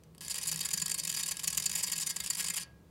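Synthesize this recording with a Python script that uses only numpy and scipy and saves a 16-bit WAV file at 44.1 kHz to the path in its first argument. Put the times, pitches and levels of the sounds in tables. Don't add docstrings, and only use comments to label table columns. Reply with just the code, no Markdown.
import sys
import numpy as np
from scipy import signal
from scipy.fft import rfft, irfft, next_fast_len
from scipy.io import wavfile
from scipy.ndimage import map_coordinates

SR = 44100
rng = np.random.default_rng(int(sys.argv[2]) if len(sys.argv) > 2 else 0)


def dump_mix(stems):
    frames = np.atleast_2d(stems).T
    limited = np.clip(frames, -1, 1)
    pcm = np.round(limited * 32767).astype(np.int16)
    wavfile.write(sys.argv[1], SR, pcm)


N = 127890

# (start s, length s, level dB)
STROKES = [(0.036, 0.0082, -62.5), (0.149, 0.012, -62.5), (0.181, 0.0035, -51.5), (0.2078, 0.0075, -43.5),
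           (0.2199, 0.024, -49), (0.2486, 0.019, -46), (0.281, 0.0031, -34), (0.2984, 0.027, -35.5),
           (0.3423, 0.006, -35), (0.3536, 0.01, -37), (0.3654, 0.011, -42.0), (0.3813, 0.0081, -34),
           (0.4133, 0.014, -40.5), (0.4299, 0.01, -35.5), (0.4536, 0.011, -39.0), (0.4707, 0.028, -32.5),
           (0.5144, 0.0066, -30.5), (0.5243, 0.0081, -34.5), (0.5405, 0.008, -39.5), (0.5591, 0.003, -31.5),
           (0.5727, 0.01, -40.5), (0.5909, 0.0047, -35), (0.6056, 0.013, -33), (0.6288, 0.012, -40.5),
           (0.6484, 0.018, -33), (0.688, 0.0038, -33.5), (0.7068, 0.012, -35.5), (0.7317, 0.013, -28.5),
           (0.7654, 0.002, -41), (0.7742, 0.011, -33.5), (0.7986, 0.005, -34), (0.8163, 0.011, -29.5),
           (0.8581, 0.0078, -31.5), (0.8801, 0.0043, -35), (0.8953, 0.0076, -33), (0.9117, 0.0123, -30.5),
           (0.942, 0.0084, -31.5), (0.9791, 0.016, -35.5), (0.9974, 0.0049, -30.5), (1.0349, 0.0046, -34.5),
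           (1.0498, 0.0059, -32.5), (1.0721, 0.01, -33), (1.0931, 0.012, -31.5), (1.1152, 0.0034, -36.5),
           (1.1252, 0.0042, -34.5), (1.1402, 0.015, -35), (1.1645, 0.016, -34), (1.1858, 0.03, -36.0),
           (1.229, 0.011, -32.5), (1.2598, 0.01, -35.0), (1.278, 0.017, -34.5), (1.3102, 0.0144, -32.5),
           (1.3691, 0.0032, -35), (1.3932, 0.0091, -37), (1.4246, 0.0019, -43), (1.4337, 0.015, -34.5),
           (1.45, 0.002, -39), (1.4736, 0.012, -27.5), (1.5022, 0.0079, -35.5), (1.5268, 0.01, -35),
           (1.5476, 0.0064, -36), (1.5719, 0.013, -27.5), (1.5991, 0.0056, -32.0), (1.6225, 0.0075, -35),
           (1.6394, 0.0085, -38.0), (1.6571, 0.011, -26.5), (1.6951, 0.0063, -33.5), (1.7151, 0.0033, -30.5),
           (1.7276, 0.016, -39), (1.7513, 0.013, -30), (1.7702, 0.044, -36.5), (1.827, 0.022, -31),
           (1.866, 0.023, -37), (1.8977, 0.0067, -37.5), (1.9173, 0.012, -31.5), (1.9294, 0.0092, -33.0),
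           (1.9573, 0.013, -37.5), (1.978, 0.0126, -34), (1.9986, 0.0065, -34.5), (2.0088, 0.028, -34.5),
           (2.0637, 0.015, -32.0), (2.0924, 0.0224, -34), (2.162, 0.0087, -32.5), (2.2015, 0.008, -33),
           (2.2374, 0.013, -39), (2.2615, 0.0014, -28.5), (2.266, 0.015, -39), (2.3005, 0.01, -27.5),
           (2.3308, 0.0068, -37.5), (2.3498, 0.0064, -34.5), (2.3707, 0.037, -38), (2.3974, 0.019, -35),
           (2.4233, 0.01, -39), (2.4424, 0.011, -34), (2.4616, 0.016, -36), (2.4833, 0.0062, -32.0),
           (2.4997, 0.0096, -31.5), (2.5375, 0.011, -36), (2.5595, 0.027, -34), (2.5982, 0.038, -43)]
SLIPS_PER_S, SLIP_SCATTER_DB = 6000, 3
ATTACK_S, RELEASE_S, SWELL_DB = 0.00035, 0.0018, 4.5
RASP_DB = 0.7
# (Hz, dB)
RASP = [(150, -31.5), (500, -21), (720, -26), (850, -15.5), (1480, -19), (2200, -12), (3100, -7), (3500, -12), (4100, -13), (5000, -1), (5750, -14.5), (6500, -8), (9500, -14.5), (11700, -8), (13900, -21), (15600, -19)]
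# (Hz, width Hz, dB)
RESONANCES = [(1065.0, 90.0, -9.5), (1675.0, 56.0, -3.5), (1903.0, 42.0, -4.5), (2113.0, 56.0, -7.0),
              (2402.0, 36.0, -5.0), (2572.0, 56.0, -3.5), (3778.0, 222.0, -7.0), (4467.0, 43.0, -1.0),
              (4640.0, 68.0, 0.0), (5494.0, 96.0, -3.0), (6028.0, 154.0, -1.0), (8070.0, 360.0, -1.0),
              (9176.0, 516.0, -1.0), (9995.0, 216.0, -1.0), (10808.0, 167.0, -2.0)]
BITE_HZ, BITE_WIDTH_HZ, BITE_DB = 7040, 405, -6
ROOM = [(200, 0.72), (1700, 0.37), (5000, 0.15), (10000, 0.061), (16000, 0.046)]
ROOM_DB = -12
# (Hz, dB per Hz)
AIR = [(20, -36), (45, -16), (65, -1.5), (100, -6), (185, -1), (230, -10), (500, -12.5), (720, -20), (1700, -31), (16000, -40.5)]
AIR_DB = -59.5
HUM = [(71, -71.5), (119, -74), (161, -61.5)]
BOARD_HZ, BOARD_WIDTH_HZ, BOARD_DB = 170, 66, -25.5
TOP_HZ = 15830
# (Hz, dB, t60 s)
WIRES = [(1640, -27.5, 0.67), (2400, -38.5, 0.36), (10000, -38.5, .3)]
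PING_HZ, PING_SCATTER_HZ, PING_T60_S = 4630, 150, 0.024
CHATTER_DB, CHATTER_PER_S = 1, 450
SCATTER_DB, SCATTER_S = -10, 0.00057
COLOUR_DB, COLOUR_STEP_HZ = 0.42, 1408
HUM_WAVER_DB = 4
USUAL_DB, BITE_GROWS = -36, 1
TICK_SCATTER_DB = None
DRAG_FROM_S, DRAG_TO_S, DRAG_DB = .21, 2.635, -51
DARKEN_DB, DARKEN_HZ = 4.5, 7300
RESONANCE_SCATTER_DB = 1.5
# (s, level dB)
PINGS = [(.532, -36), (.613, -34), (.782, -33.5), (.866, -37), (1.664, -35), (1.986, -41), (2.208, -40), (2.309, -33.5)]
TICK_DB, TICK_GROWS, TICK_S = -29.5, 0.26, 0.00052
BARS_WIDTH_HZ, BARS_DB, BARS_DELAY_S = 450, -19, 0.0076


def amp(db):
    return 10 ** (np.asarray(db) / 20)


def unit(x):
    return x / np.sqrt(np.mean(x ** 2) + 1e-20)


def along(points, hz):
    f, v = np.transpose(points)
    return np.interp(np.log(hz + 1), np.log(f + 1), v)


def wobble(rate):
    return map_coordinates(rng.standard_normal(int(N * rate / SR) + 4), [np.arange(N) * rate / SR])


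def resonance(f, hz, width_hz):
    return np.abs(f * width_hz / (hz * hz - f * f + 1j * f * width_hz))


def coloured(x, gain, size=16384):
    cep = irfft(np.log(np.maximum(gain(np.fft.rfftfreq(size, 1 / SR)), 1e-6)))
    cep[1:size // 2] *= 2
    cep[size // 2 + 1:] = 0
    ring = irfft(np.exp(rfft(cep)))
    return signal.fftconvolve(x, ring / np.linalg.norm(ring))[:N]


def slips(rate):
    sizes = amp(SLIP_SCATTER_DB * rng.standard_normal(N)) * rng.choice([-1, 1], N)
    return unit(sizes * (rng.random(N) < rate / SR))


def strokes(rows, size=4096):
    sound, force, t = np.zeros(N), np.zeros(N), np.arange(size) / SR
    f = np.fft.rfftfreq(size, 1 / SR)
    bright = coloured([1.], lambda f: resonance(f, BITE_HZ, BITE_WIDTH_HZ))[:size]
    grain, catch = slips(SLIPS_PER_S) * amp(CHATTER_DB * wobble(CHATTER_PER_S)), rng.standard_normal(N)
    for (s, length, db), stir in zip(rows, rng.standard_normal((len(rows), len(RESONANCES)))):
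        at, length = slice(round(s * SR), round(s * SR) + size), max(length, TICK_S)
        to_level = lambda x: x[:size] * amp(db) * np.sqrt(length * SR) / np.linalg.norm(x)
        progress = np.minimum(t / length, 1)
        swell = amp(SWELL_DB * (np.sin(np.pi * progress) - 0.5))
        shape = (1 - np.exp(-t / ATTACK_S)) * swell * np.exp(-np.maximum(t - length, 0) / RELEASE_S)
        dull, darken = irfft(rfft(grain[at]) * (f < DARKEN_HZ)), amp(DARKEN_DB * (progress - 0.5))
        rub = shape * (dull * darken + (grain[at] - dull) / darken)
        tick = amp(TICK_DB + TICK_GROWS * (db - USUAL_DB)) * np.exp(-t / TICK_S) * catch[at]
        rasp = to_level(scattered(to_level(rub) + tick) * (t < length + 10 * RELEASE_S))
        force[at] += rasp
        plain = coloured(rasp, lambda f: body(f, RESONANCE_SCATTER_DB * stir), size=size)
        bite = amp(BITE_DB + BITE_GROWS * (db - USUAL_DB)) * to_level(signal.fftconvolve(rasp * swell, bright))
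        sound[at] += to_level(to_level(plain) + bite)
    return sound, force


def teeth():
    sound, force = strokes(STROKES)
    t = np.arange(N) / SR
    drag = amp(DRAG_DB) * ((t > DRAG_FROM_S) & (t < DRAG_TO_S)) * slips(SLIPS_PER_S)
    board = coloured(force, lambda f: resonance(f, BOARD_HZ, BOARD_WIDTH_HZ) ** 2)
    return amp(RASP_DB) * sound + coloured(drag, body) + amp(BOARD_DB) * board + wires(force + drag)


def room(x):
    hz, t, z = signal.stft(rng.standard_normal(SR // 2), SR, nperseg=256)
    tail = signal.istft(z * amp(-60 * t / along(ROOM, hz)[:, None]), SR, nperseg=256)[1]
    return signal.fftconvolve(x, tail / np.linalg.norm(tail))[:N]


def background():
    t = np.arange(N) / SR
    hum = sum(amp(db + HUM_WAVER_DB * wobble(11.02)) * np.sqrt(2) * np.sin(2 * np.pi * hz * t + 1.3 * wobble(7)) for hz, db in HUM)
    return hum + amp(AIR_DB) * unit(coloured(rng.standard_normal(N), lambda f: amp(along(AIR, f))))


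def scattered(x):
    t, f = np.arange(len(x)) / SR, np.fft.rfftfreq(len(x), 1 / SR)
    near = rng.standard_normal(len(x)) * np.exp(-t / SCATTER_S)
    colour = amp(COLOUR_DB * map_coordinates(rng.standard_normal(size=64), [f / COLOUR_STEP_HZ], mode="nearest"))
    return irfft(rfft(x) * colour * (1 + amp(SCATTER_DB) * rfft(near / np.linalg.norm(near))), len(x))


def wires(force):
    t = np.arange(SR) / SR
    rings = sum(amp(db) * unit(np.sin(2 * np.pi * hz * t) * amp(-60 * t / t60)) for hz, db, t60 in WIRES) / np.sqrt(SR)
    late = np.pad(force, (round(abs(BARS_DELAY_S) * SR), 0))
    bars = coloured(late, lambda f: resonance(f, PING_HZ, BARS_WIDTH_HZ) ** 2)
    return signal.fftconvolve(force, rings)[:N] + amp(BARS_DB) * bars


def body(f, stir_db=0):
    hz, width, db = np.transpose(RESONANCES)
    peaks = amp(db + stir_db) * resonance(f[:, None], hz, width) ** 1.7
    return np.sqrt(amp(along(RASP, f)) ** 2 + np.sum(peaks ** 2, axis=1))


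def pings():
    sound = np.zeros(N)
    for (s, db), chance in zip(PINGS, rng.uniform(-0.78, 1, len(PINGS))):
        t = np.maximum(np.arange(N) / SR - s, 0)
        envelope = (1 - np.exp(-t / ATTACK_S)) * amp(db - 60 * t / PING_T60_S)
        sound += 2 * envelope * np.sin(2 * np.pi * (PING_HZ + PING_SCATTER_HZ * chance) * t)
    return sound


def scene():
    rattle = teeth() + pings()
    return (rattle + amp(ROOM_DB) * room(rattle) + background())[None]


def record(dry):
    m = next_fast_len(N + SR // 2)
    return irfft(rfft(dry, m) * (np.fft.rfftfreq(m, 1 / SR) < TOP_HZ), m)[..., :N]


dry = scene()
out = record(dry)
dump_mix(out)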